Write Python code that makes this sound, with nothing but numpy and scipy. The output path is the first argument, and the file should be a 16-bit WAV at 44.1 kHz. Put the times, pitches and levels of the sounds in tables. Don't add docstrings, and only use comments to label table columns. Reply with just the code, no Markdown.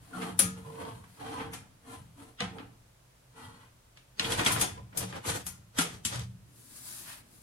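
import sys
import numpy as np
from scipy import signal
from scipy.fft import rfft, irfft, next_fast_len
from scipy.io import wavfile
from scipy.ndimage import uniform_filter1d, map_coordinates

SR = 44100
rng = np.random.default_rng(int(sys.argv[2]) if len(sys.argv) > 2 else 0)


def wav_record(signal):
    frames = np.transpose(np.atleast_2d(signal))
    bounded = np.clip(frames, -1, 1)
    quanta = np.round(bounded * 32767).astype(np.int16)
    wavfile.write(sys.argv[1], SR, quanta)


N = 327222
PORT_LAG = 27

# pitch in Hz, width in Hz, level in dB.
FRAME_MODES = [(454, 6.8, 4.5), (733, 159.6, -0.5), (890, 12, 3), (1020, 52, 1), (1268, 210, -1),
               (1586, 12.5, -13.5), (1966, 38, -5), (2418, 32.8, -11), (3160, 100, -8), (3322, 120, -8.5)]
PIN_HZ = [1398, 2805, 3720, 5469, 6320, 7001, 8626, 9040, 9394, 10515, 10884]
# level in dB, time to fall by 60 dB in seconds.
PIN_RING = [(-22, 0.45), (-29.5, 0.33), (-32, 0.31), (-27, 0.24), (-36, .2), (-23.5, 0.18), (-21, 0.14),
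            (-8, 0.14), (-3, 0.2), (-7.5, 0.22), (-3, 0.11)]
# attack in seconds, swell in dB, release in dB a second.
PUSH_SHAPE = (0.0653, 0.99, 161)


def amp(db):
    return 10 ** (np.asarray(db) / 20)


def unit(x):
    return x / np.sqrt(np.mean(x ** 2) + 1e-20)


def along(points, hz):
    f, v = np.transpose(points)
    return np.interp(np.log(hz + 1), np.log(f + 1), v)


def wobble(rate):
    knots = rng.standard_normal(int(N * rate / SR) + 4)
    return map_coordinates(knots, [np.arange(N) * rate / SR])


def filtered(x, response):
    m = next_fast_len(N + 8192)
    return irfft(rfft(x, m) * response(np.fft.rfftfreq(m, 1 / SR)), m)[..., :N]


def coloured(x, spectrum):
    return unit(filtered(x, lambda hz: amp(along(spectrum, hz))))


def band(x, lo_hz, hi_hz, order=3):
    edges_hz = [lo_hz, min(hi_hz, SR / 2 - 1)]
    return signal.sosfilt(signal.butter(order, edges_hz, "band", fs=SR, output="sos"), x)


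def add(track, s, sound):
    start = max(round(s * SR), 0)
    track[..., start:start + sound.shape[-1]] += sound[..., :N - start]


def ringing(x, modes):
    def response(f):
        return sum(amp(db) * 1j * f * width / (hz * hz - f * f + 1j * f * width)
                   for hz, width, db in modes)
    return filtered(x, response)


def resonate(x, modes, share_db):
    return unit(unit(x) + amp(share_db) * unit(ringing(x, modes)))


def evened(x, width_hz=350):
    z = rfft(x)
    power = np.abs(uniform_filter1d(np.abs(z) ** 2, int(width_hz * len(x) / SR)))
    return irfft(z * np.sqrt(power.mean() / (power + 1e-12)), len(x))


def diffuse(size, merge_hz=330):
    hz = np.fft.rfftfreq(size, 1 / SR)
    turn = np.arccos(.96 / (1 + (hz / merge_hz) ** 4)) / 2
    noise = rfft(rng.standard_normal((2, size)))
    mid, side = irfft(noise * [np.cos(turn), np.sin(turn)], size)
    return np.array([mid + side, mid - side])


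def workshop(direct_db, near_db=3, near_t60=0.055):
    # pitch in Hz, time for the room's tail to fall by 60 dB in seconds.
    room_decay = [(100, 1), (300, 0.61), (1000, 0.43), (3000, 0.34), (7000, 0.3), (14000, 0.21)]
    hz, t, z = signal.stft(diffuse(size=SR // 2), SR, nperseg=256)
    tail = amp(-60 * t / along(room_decay, hz)[:, None])
    near = amp(near_db - 60 * t / near_t60)
    response = signal.istft(z * (tail + near), SR, nperseg=256)[1]
    response /= np.linalg.norm(response[0])
    response[[0, 1], [PORT_LAG, 0]] += amp(direct_db)
    return response


def friction(rate, spread_db, direct_db):
    place = (1 + np.tanh(1.5 * wobble(6))) / 2
    out = np.zeros((2, N))
    for share in (place, 1 - place):
        size = amp(spread_db * np.minimum(rng.exponential(size=N), 2))
        happens = rng.random(N) < share * rate / SR
        slips = happens * rng.uniform(-1.02, 1, N) * size
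        out += signal.fftconvolve(slips[None], workshop(direct_db), axes=1)[:, :N]
    return out


def stroke(start, length, attack_s, swell_db, release_db):
    t = np.arange(N) / SR - start
    to_go = np.clip(1 - t / length, 0, 1)
    ease_in = (1 + np.tanh(2 * t / attack_s)) / 2
    return ease_in * amp(-swell_db * to_go - release_db * np.maximum(t - length, 0))


def strokes(rows, shape):
    power = 0
    for s, length, db, grind_db, hiss_db in rows:
        peaks = amp([db, db + grind_db, db + hiss_db])
        power = power + np.outer(peaks, stroke(s, length, *shape)) ** 2
    return np.sqrt(power)


def rubbing(slips, tone, levels, frame_db, steel_db, split_hz=1400):
    # pitch in Hz, level in dB per Hz.
    hiss_tone = [(2350, -12), (4000, -3), (5220, -15), (7660, 0.5), (9330, -1.5), (10800, -0.5),
                 (14900, -18), (15600, -31), (16000, -62.5)]
    pins = [(hz, 2.8 / t60 + 25, db) for hz, (db, t60) in zip(PIN_HZ, PIN_RING)]
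    body = resonate(coloured(slips, tone), FRAME_MODES, frame_db)
    low = filtered(body, lambda hz: 1 / (1 + (hz / split_hz) ** 4))
    high = resonate(coloured(slips, hiss_tone), pins, steel_db)
    rub, grind, hiss = levels
    return rub * unit(low) + grind * unit(body - low) + hiss * high


def drifting(x, depth=.45, trip_s=.0022, travel_s=.0004):
    delay = (trip_s + travel_s * wobble(4)) * SR
    now = np.arange(N)
    return x + depth * np.array([np.interp(now - delay, now, port) for port in x])


def sliding(pushes):
    # pitch in Hz, level in dB per Hz.
    slide_tone = [(100, -28.5), (170, -17), (226, -7.5), (286, 1), (404, -19.5), (448, -7.5), (595, -16),
                  (903, -13.5), (1520, -24), (6000, -40.5), (7800, -72.5), (13200, -120)]
    levels = pushes * amp([[1.5], [1.5], [0]])
    slips = friction(rate=1600, spread_db=2.0, direct_db=-28.5)
    slips = slips * amp(1.2 * wobble(34))
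    return rubbing(drifting(slips), slide_tone, levels, frame_db=-2, steel_db=-14)


def scraping(drags):
    # pitch in Hz, level in dB per Hz.
    scrape_tone = [(82, -5), (140, -15), (289, 7.5), (414, -7.5), (455, 9), (614, -2), (984, -2.5),
                   (1100, -7.5), (3150, -18.5), (6000, -18.5), (7800, -25), (13200, -120)]
    levels = drags * amp([[1.5], [.5], [-.5]])
    slips = friction(rate=1200, spread_db=4, direct_db=-9.5) * amp(2.1 * wobble(45))
    return rubbing(slips, scrape_tone, levels, frame_db=-10.5, steel_db=-34)


def blow(lead_db, tail_db, size, snap_t60=0.01443, chatter_t60=0.089, chatter_db=-9, lead_t60=0.0825):
    t = np.arange(size) / SR
    graze = amp(lead_db - 60 * t[::-1] / lead_t60) * np.linspace(0, 1, size)
    snap_shape = np.r_[graze, amp(-60 * t / snap_t60)]
    snap = evened(snap_shape * rng.standard_normal(2 * size))
    chatter_shape = np.pad(amp(chatter_db - 60 * t / chatter_t60), (size, 0))
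    chatter = chatter_shape * rng.standard_normal(2 * size)
    echoes = signal.fftconvolve((snap + chatter)[None], workshop(direct_db=-36.5), axes=1)
    echoes = echoes[:, :size + SR // 2]
    sound = amp(tail_db + 13.5) * np.array([evened(port) for port in echoes])
    add(sound[0], PORT_LAG / SR, snap)
    add(sound[1], 0, snap)
    return sound


def contacts(frame_db=-1):
    # time in seconds, clack in dB, body in dB over the clack, ping in dB over the clack,
    # pin ring in dB over the ping, graze in dB before the snap, room in dB.
    blows = [(0.219, -44, 7, -1.5, -13, -9, 8), (0.3909, -31, -2, 12.5, -2.5, -32, 23),
             (1.039, -68.5, 12.5, 5, -14, -18, 2), (1.404, -57, 20.5, -14, -15.5, -6.5, 0),
             (1.5342, -45, 2, 6, -31, -15, 18), (2.4047, -31.5, -4, -10, -18, -19, -17),
             (2.4213, -42.5, 3.5, -4, -18, -27, -12), (2.4373, -45, 3, -6.5, -16, -23, -2),
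             (2.5846, -51.5, 6, -17, -21, -27, -14), (2.598, -56.5, 6.5, -18, -22, -33, -8),
             (3.9724, -53, -8, -9, -12, -17.5, -14), (4.196, -28, -5.5, -9, -24.5, -20.5, -9),
             (4.208, -40, -2, -6, -20, -24, -14), (4.2451, -30.5, -7.5, -27, -14, -34, -6),
             (4.304, -44, -2, 3, -12, -10, -14), (4.3195, -31, -12, -6, -3, -23, -3),
             (4.3939, -32, 2.5, -19, -9.5, -14, -11.5), (4.348, -41.5, -4, -8, -14, -20, -16),
             (4.4336, -39, -7, -15, -14, -25, -20), (4.4492, -37, -12, 4, -24, -28, -20),
             (4.462, -23, -4, -4, -10.5, -17, -4), (4.4674, -35, 2, 5, -13, -16, -10),
             (4.5106, -33.5, -2, -9, -13, -22, -10), (4.5201, -47, 2, 19, -5.5, -7, 13.5),
             (4.562, -39.5, 7.5, -16, -9.5, -25, -14), (4.596, -47.5, -1, 14.5, -10, -15.5, -4),
             (4.6128, -29.5, -5.5, 7.5, -20.5, -17, -9), (4.927, -65, 11.5, -14, -15, -23, 2),
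             (4.973, -41, -6, 16, -11, -25.5, -4), (5.008, -40, -7, -5, -18, -22, -6),
             (5.126, -56, 15, -1, -7.5, -23, -9), (5.252, -49, 10, -6, -15.5, -12, -8),
             (5.262, -50, -6, 10, -12.5, -21, -6), (5.272, -43.5, -12, 6.5, -11, -18, -6),
             (5.2975, -35, -4, 2, -9.5, -7, -12), (5.358, -52.5, 3, 13, -19, -22, -10),
             (5.4656, -47, 0.5, 15, -10.5, -18, -9.5), (5.7865, -27, -3, 3, -14, -17.5, -9.5),
             (5.8076, -33, -4, 5, -24, -26, -4), (6.0498, -30, -14.5, 4, -21, -34, -6),
             (6.158, -45.5, -8, 2.5, -22, -21, -20), (6.194, -45.5, -23, 1, -16, -12, -15)]
    thud_db, ping_pan_db = -8, 0.5
    ping_top_hz, ping_top_hz_per_db = 10790, 135.5
    out, t = np.zeros((2, N)), np.arange(SR // 2) / SR
    lead, attack = SR // 20, SR // 50
    bands_hz = [(130, 330), (550, 2200), (2200, 4500)]
    hz, level, t60 = np.column_stack([PIN_HZ, PIN_RING]).T[:, :, None]
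    pan = amp([[ping_pan_db / 2], [-ping_pan_db / 2]])

    def part(x):
        return x / np.sqrt(np.mean(x[:, lead:lead + attack] ** 2))

    for s, db, body_db, ping_db, ring_db, graze_db, room_db in blows:
        hit = blow(graze_db, room_db, size=lead)
        thud, knock, clack = [part(band(hit, lo, hi, order=2)) for lo, hi in bands_hz]
        top_hz = max(ping_top_hz + ping_top_hz_per_db * ping_db, 7000)
        ping = part(band(hit, 5100, top_hz))
        swings = np.sin(2 * np.pi * (hz * t + rng.random((2, len(hz), 1))))
        uneven_db = rng.normal(0, 0.94, (2, len(hz), 1))
        ring = (amp(level + uneven_db - 60 * t / t60) * swings).sum(axis=1)
        ring = part(np.pad(ring, ((0, 0), (lead, 0))))
        treble = (ping + amp(ring_db + 4.5) * ring) * pan
        sound = amp(body_db + thud_db) * thud + amp(body_db - 5.5) * knock
        sound = sound - amp(-6.0) * clack + amp(ping_db - 6.5) * treble
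        add(out, s - lead / SR, amp(db) * sound)
    return out + amp(frame_db) * ringing(out, FRAME_MODES)


def notes(waver=.55, flutter_db=3):
    # time in seconds, pitch in Hz, level in dB, time to fall by 60 dB in seconds.
    struck = [(0.392, 8940, -35, .09), (0.392, 10512, -22, 0.098), (0.394, 552, -39, 0.25),
              (0.393, 1248, -40.5, 0.46), (0.395, 1685, -41, 0.43), (0.392, 2412, -43, 0.29),
              (0.392, 4425, -37, 0.14), (1.04, 1120, -42.5, 0.029), (2.405, 1990, -37, 0.16),
              (2.405, 3015, -32, 0.12), (2.405, 3570, -33, 0.072), (2.405, 3990, -36, 0.099),
              (2.41, 705, -40, 0.22), (2.41, 775, -45, 0.44), (2.41, 1015, -50, 0.27),
              (2.41, 1583, -48, 0.32), (4.196, 2900, -24, 0.019), (4.196, 4120, -21.5, 0.02),
              (4.196, 5100, -27, .015), (4.2452, 3280, -29, 0.055), (4.3208, 3320, -23, 0.029),
              (4.4617, 3300, -22, 0.028), (4.394, 2450, -39, .3), (4.505, 1007, -31, 0.33),
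              (4.462, 1445, -33.5, .35), (4.462, 2003, -37.5, 0.52), (4.521, 10610, -39.5, 0.18),
              (4.612, 6600, -37.5, 0.27), (4.612, 9030, -28.5, 0.14), (4.612, 9940, -26.5, 0.11),
              (4.612, 3472, -38, 0.33), (5.787, 790, -40, 0.18), (5.787, 1290, -35, 0.18),
              (5.787, 1370, -30.5, 0.19), (5.787, 1413, -32, 0.19), (5.787, 1588, -31, .15),
              (5.787, 3330, -39, 0.27), (5.787, 6826, -43, .22), (6.05, 3210, -37.5, 0.14),
              (6.05, 7380, -31, 0.14)]
    out, t = np.zeros((2, N)), np.arange(SR // 2) / SR
    knots = rng.standard_normal((len(struck), 2, 2, 32))

    def slow(points):
        return map_coordinates(points, [t * 60])

    for (s, hz, db, t60), ports in zip(struck, knots):
        for port, (level, phase) in zip(out, ports):
            gain = amp(db - 60 * t / t60 + flutter_db * slow(level))
            turns = hz * t + phase[-1]
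            add(port, s, gain * np.sin(2 * np.pi * turns + waver * slow(phase)))
    return out


def twangs(rise_share=0.035, waver=0.42):
    # time in seconds, pitch in Hz, level in dB, time to fall by 60 dB in seconds.
    swings = [(0.145, 182, -33, 1), (0.23, 451, -36, 0.35), (0.396, 453, -44, 0.55),
              (0.415, 184.7, -28.5, 0.64), (0.658, 150.6, -40, 0.4), (2.408, 488, -33.5, 0.16),
              (2.419, 184.3, -31, 0.34), (3.374, 248, -51.5, 0.91), (4.459, 238, -29, 0.16),
              (4.501, 113, -29.5, 0.35), (4.612, 122.2, -47.5, 1), (5.021, 186.6, -33.5, 0.37),
              (5.787, 263, -18, 0.072), (5.79, 169.6, -30.5, 0.28), (6.052, 222, -33, 0.1),
              (6.154, 118.8, -36.5, 0.67)]
    out, t = np.zeros(N), np.arange(SR) / SR
    for s, hz, db, t60 in swings:
        grip_db = 1.3 * wobble(28)[:SR]
        fade = amp(db - 60 * t / t60 + grip_db)
        rise = 1 - np.exp(-t / (rise_share * t60))
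        phase = 2 * np.pi * hz * t + waver * wobble(30.0)[:SR]
        add(out, s, fade * rise * np.sin(phase))
    return out


def squeaks(rough=.55, rise_s=.002):
    # start in seconds, length in seconds, first pitch in Hz, last pitch in Hz,
    # level in dB before the room and the trim.
    glides = [(0.131, .045, 1420, 1330, -42), (0.17, .11, 1300, 1180, -45), (0.65, .08, 1030, 950, -53),
              (0.777, .17, 950, 870, -46), (1.21, .13, 750, 780, -45), (1.335, .1, 980, 1040, -42),
              (4.405, .03, 350, 280, -33), (4.618, .04, 880, 620, -39), (4.772, .03, 990, 1030, -47),
              (5.14, .08, 1630, 1570, -50.5), (5.815, .065, 380, 520, -43), (5.843, .035, 600, 690, -50)]
    out = np.zeros(N)
    for s, length, first_hz, last_hz, db in glides:
        t = np.arange(int(length * SR)) / SR
        turns = np.cumsum(np.linspace(first_hz, last_hz, len(t))) / SR
        phase = 2 * np.pi * turns + rough * wobble(250.0)[:len(t)]
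        shape = (1 - np.exp(-t / rise_s)) * np.sqrt(1 - t / length)
        add(out, s, amp(db) * shape * np.sin(phase))
    return amp(-3) * signal.fftconvolve(out[None], workshop(direct_db=4), axes=1)[:, :N]


def grit(pushes, drags):
    # pitch in Hz, level in dB per Hz.
    grit_tone = [(150, -13), (500, -16.5), (1200, -6.5), (2500, -2.5), (4500, -12.5), (9000, -25.5),
                 (14000, -32.5)]
    push_db, drag_db = -12.5, -8.5
    ticks = coloured(friction(rate=110, spread_db=2, direct_db=-1), grit_tone)
    return ticks * (amp(push_db) * pushes[0] + amp(drag_db) * drags[0])


def bench(pushes, drags):
    # time in seconds, level in dB before the trim at the end.
    leans = [(0.0, -53), (0.32, -44.5), (0.44, -39.5), (0.92, -45.5), (1.441, -42.5), (1.55, -58),
             (1.971, -47), (2.42, -41.5), (3.42, -52), (4.49, -39.5), (4.62, -56), (4.715, -40.5),
             (5.0, -43), (5.281, -39), (5.44, -49), (5.86, -43), (6.055, -43.5), (6.155, -37.5)]
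    # pitch in Hz, level in dB per Hz.
    boom_tone = [(21, -54), (35, -26.5), (48, -14.5), (92, -0.5), (114, 3.5), (146, -4.5), (172, -5),
                 (190, -3), (250, -33), (420, -120)]
    rise_s, fade_db_per_s = 0.012, 60.5
    slide_db, scrape_db = -4, 0.5
    thumps = sum((amp(db) * stroke(s, rise_s, rise_s, 0, fade_db_per_s)) ** 2 for s, db in leans)
    rubs = (amp(slide_db) * pushes[0]) ** 2 + (amp(scrape_db) * drags[0]) ** 2
    return np.sqrt(thumps + rubs) * amp(-2) * coloured(diffuse(size=N), boom_tone)


def sleeve():
    # time in seconds, level in dB before the trims below.
    lift = [(6.45, -82), (6.46, -77), (6.578, -61), (6.745, -52.5), (6.778, -47.5), (6.805, -50),
            (6.88, -45.5), (6.97, -45), (7.015, -48.5), (7.178, -54.5), (7.246, -75.5), (7.314, -63.5),
            (7.42, -59)]
    # start in seconds, length in seconds, swish in dB, rub in dB.
    reach_rows = [(0.0, 0.14, -65.5, -65), (0.587, 0.37, -66, -70), (1.08, 0.171, -64.5, -66.5),
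                  (7.063, 0.07, -63, -51.5)]
    # pitch in Hz, level in dB per Hz.
    cloth_tone = [(350, -24), (600, -3.5), (1190, -0.5), (2450, -1), (5000, -10), (6500, -34.5),
                  (11000, -120)]
    # pitch in Hz, level in dB per Hz.
    swish_tone = [(1760, -71), (3000, -21), (3570, -6.5), (4230, -7), (4660, -4), (6710, -0.5),
                  (10300, 3.5), (16000, -8.5)]
    flap_db, flap_follows = -62, 0.14
    catch_db, flutter_db, pan_db = -7, .9, -2

    times, levels = np.transpose(lift)
    lift_db = np.interp(np.arange(N) / SR, times, levels, left=-200)
    flap = amp(flap_db + flap_follows * (lift_db - levels.max()))
    reaches = sum(np.outer(amp([swish_db, rub_db]), stroke(s, length, *PUSH_SHAPE))
                  for s, length, swish_db, rub_db in reach_rows)
    swish, rub = amp([lift_db + 0.5, lift_db - 11]) + reaches

    fibres = unit(friction(rate=6100, spread_db=4.0, direct_db=-19.0))
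    catches = unit(friction(rate=380, spread_db=6, direct_db=-4))
    fibres = (fibres + amp(catch_db) * catches) * amp(flutter_db * wobble(30))

    flapping = flap * unit(band(fibres, 88, 360))
    rubs = rub * coloured(fibres, cloth_tone)
    swishes = swish * coloured(fibres, swish_tone) * amp([[pan_db / 2], [-pan_db / 2]])
    return flapping + rubs + swishes


def air():
    # pitch in Hz, level in dB per Hz.
    air_tone = [(12, -25.5), (20, -18.5), (55, -9), (86, -19), (123, -4.5), (146, -17.5), (204, -23),
                (380, -25.5), (607, -23), (780, -27), (923, -25.5), (2020, -30.5), (3440, -32.5),
                (4060, -33.5), (10200, -34.5), (16000, -42.5)]
    return amp(-61.5) * coloured(diffuse(size=N), air_tone)


def scene():
    # start in seconds, length in seconds, rub in dB,
    # grind in dB over the rub, hiss in dB over the rub.
    push_rows = [(0.0, 0.15, -67.5, -24, -3), (0.135, 0.15, -45, -7, -9), (0.57, 0.0094, -51.5, -8, -7),
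                 (0.66, 0.14, -50, -17, -13.5), (0.778, 0.12, -45, -9, -15.5), (0.93, 0.046, -63, -22, -1),
                 (1.205, 0.21, -46, -2.5, -10.5), (1.385, 0.012, -44.5, -4, -29),
                 (1.44, 0.06, -52, -13, -25), (1.865, 0.08, -52, -4, -3.5), (2.188, 0.033, -53, -7, -4.5),
                 (2.555, 0.028, -45.5, -26, -19.5), (3.36, 0.11, -56.5, 1.5, -4),
                 (3.46, 0.16, -64.5, 4.5, -7)]
    # start in seconds, length in seconds, rub in dB,
    # grind in dB over the rub, hiss in dB over the rub.
    drag_rows = [(4.216, 0.2, -41.5, -4.5, -3), (4.295, 0.12, -45.5, 2, -4), (4.459, 0.055, -40.5, 4, 5),
                 (4.56, 0.079, -39, -1, -9), (4.755, 0.045, -53.5, -23, -28),
                 (4.955, 0.083, -42, -6.5, -33), (4.99, 0.01, -55, -3, 11), (5.06, 0.046, -55.5, 1.5, -8),
                 (5.14, 0.027, -43.5, -10, -15), (5.258, 0.056, -44.5, 3.5, 5.5),
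                 (5.335, 0.043, -49.5, 0.5, -2), (5.779, 0.011, -42.5, 5, -4),
                 (5.9, 0.046, -71.5, 18.5, 16.5), (6.115, 0.013, -42.5, 5, -2),
                 (6.155, 0.051, -51.5, 3.5, -5)]
    # attack in seconds, swell in dB, release in dB a second.
    drag_shape = (0.047, 2.2, 267)
    # pitch in Hz, left-right difference in dB.
    tilt = [(300, 0), (700, -3), (1300, 0), (2400, 0.5), (4400, 1), (7500, 1), (9500, 10.5), (13000, 6)]
    pushes, drags = strokes(push_rows, PUSH_SHAPE), strokes(drag_rows, drag_shape)
    work = sliding(pushes) + scraping(drags)
    work = work + contacts() + notes() + twangs()
    work = work + squeaks() + grit(pushes, drags)
    work = work + bench(pushes, drags) + sleeve()
    return filtered(work, lambda hz: amp(np.outer([.5, -.5], along(tilt, hz)))) + air()


def record(dry):
    return filtered(dry, lambda hz: hz < 15850)


dry = scene()
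out = record(dry)
wav_record(out)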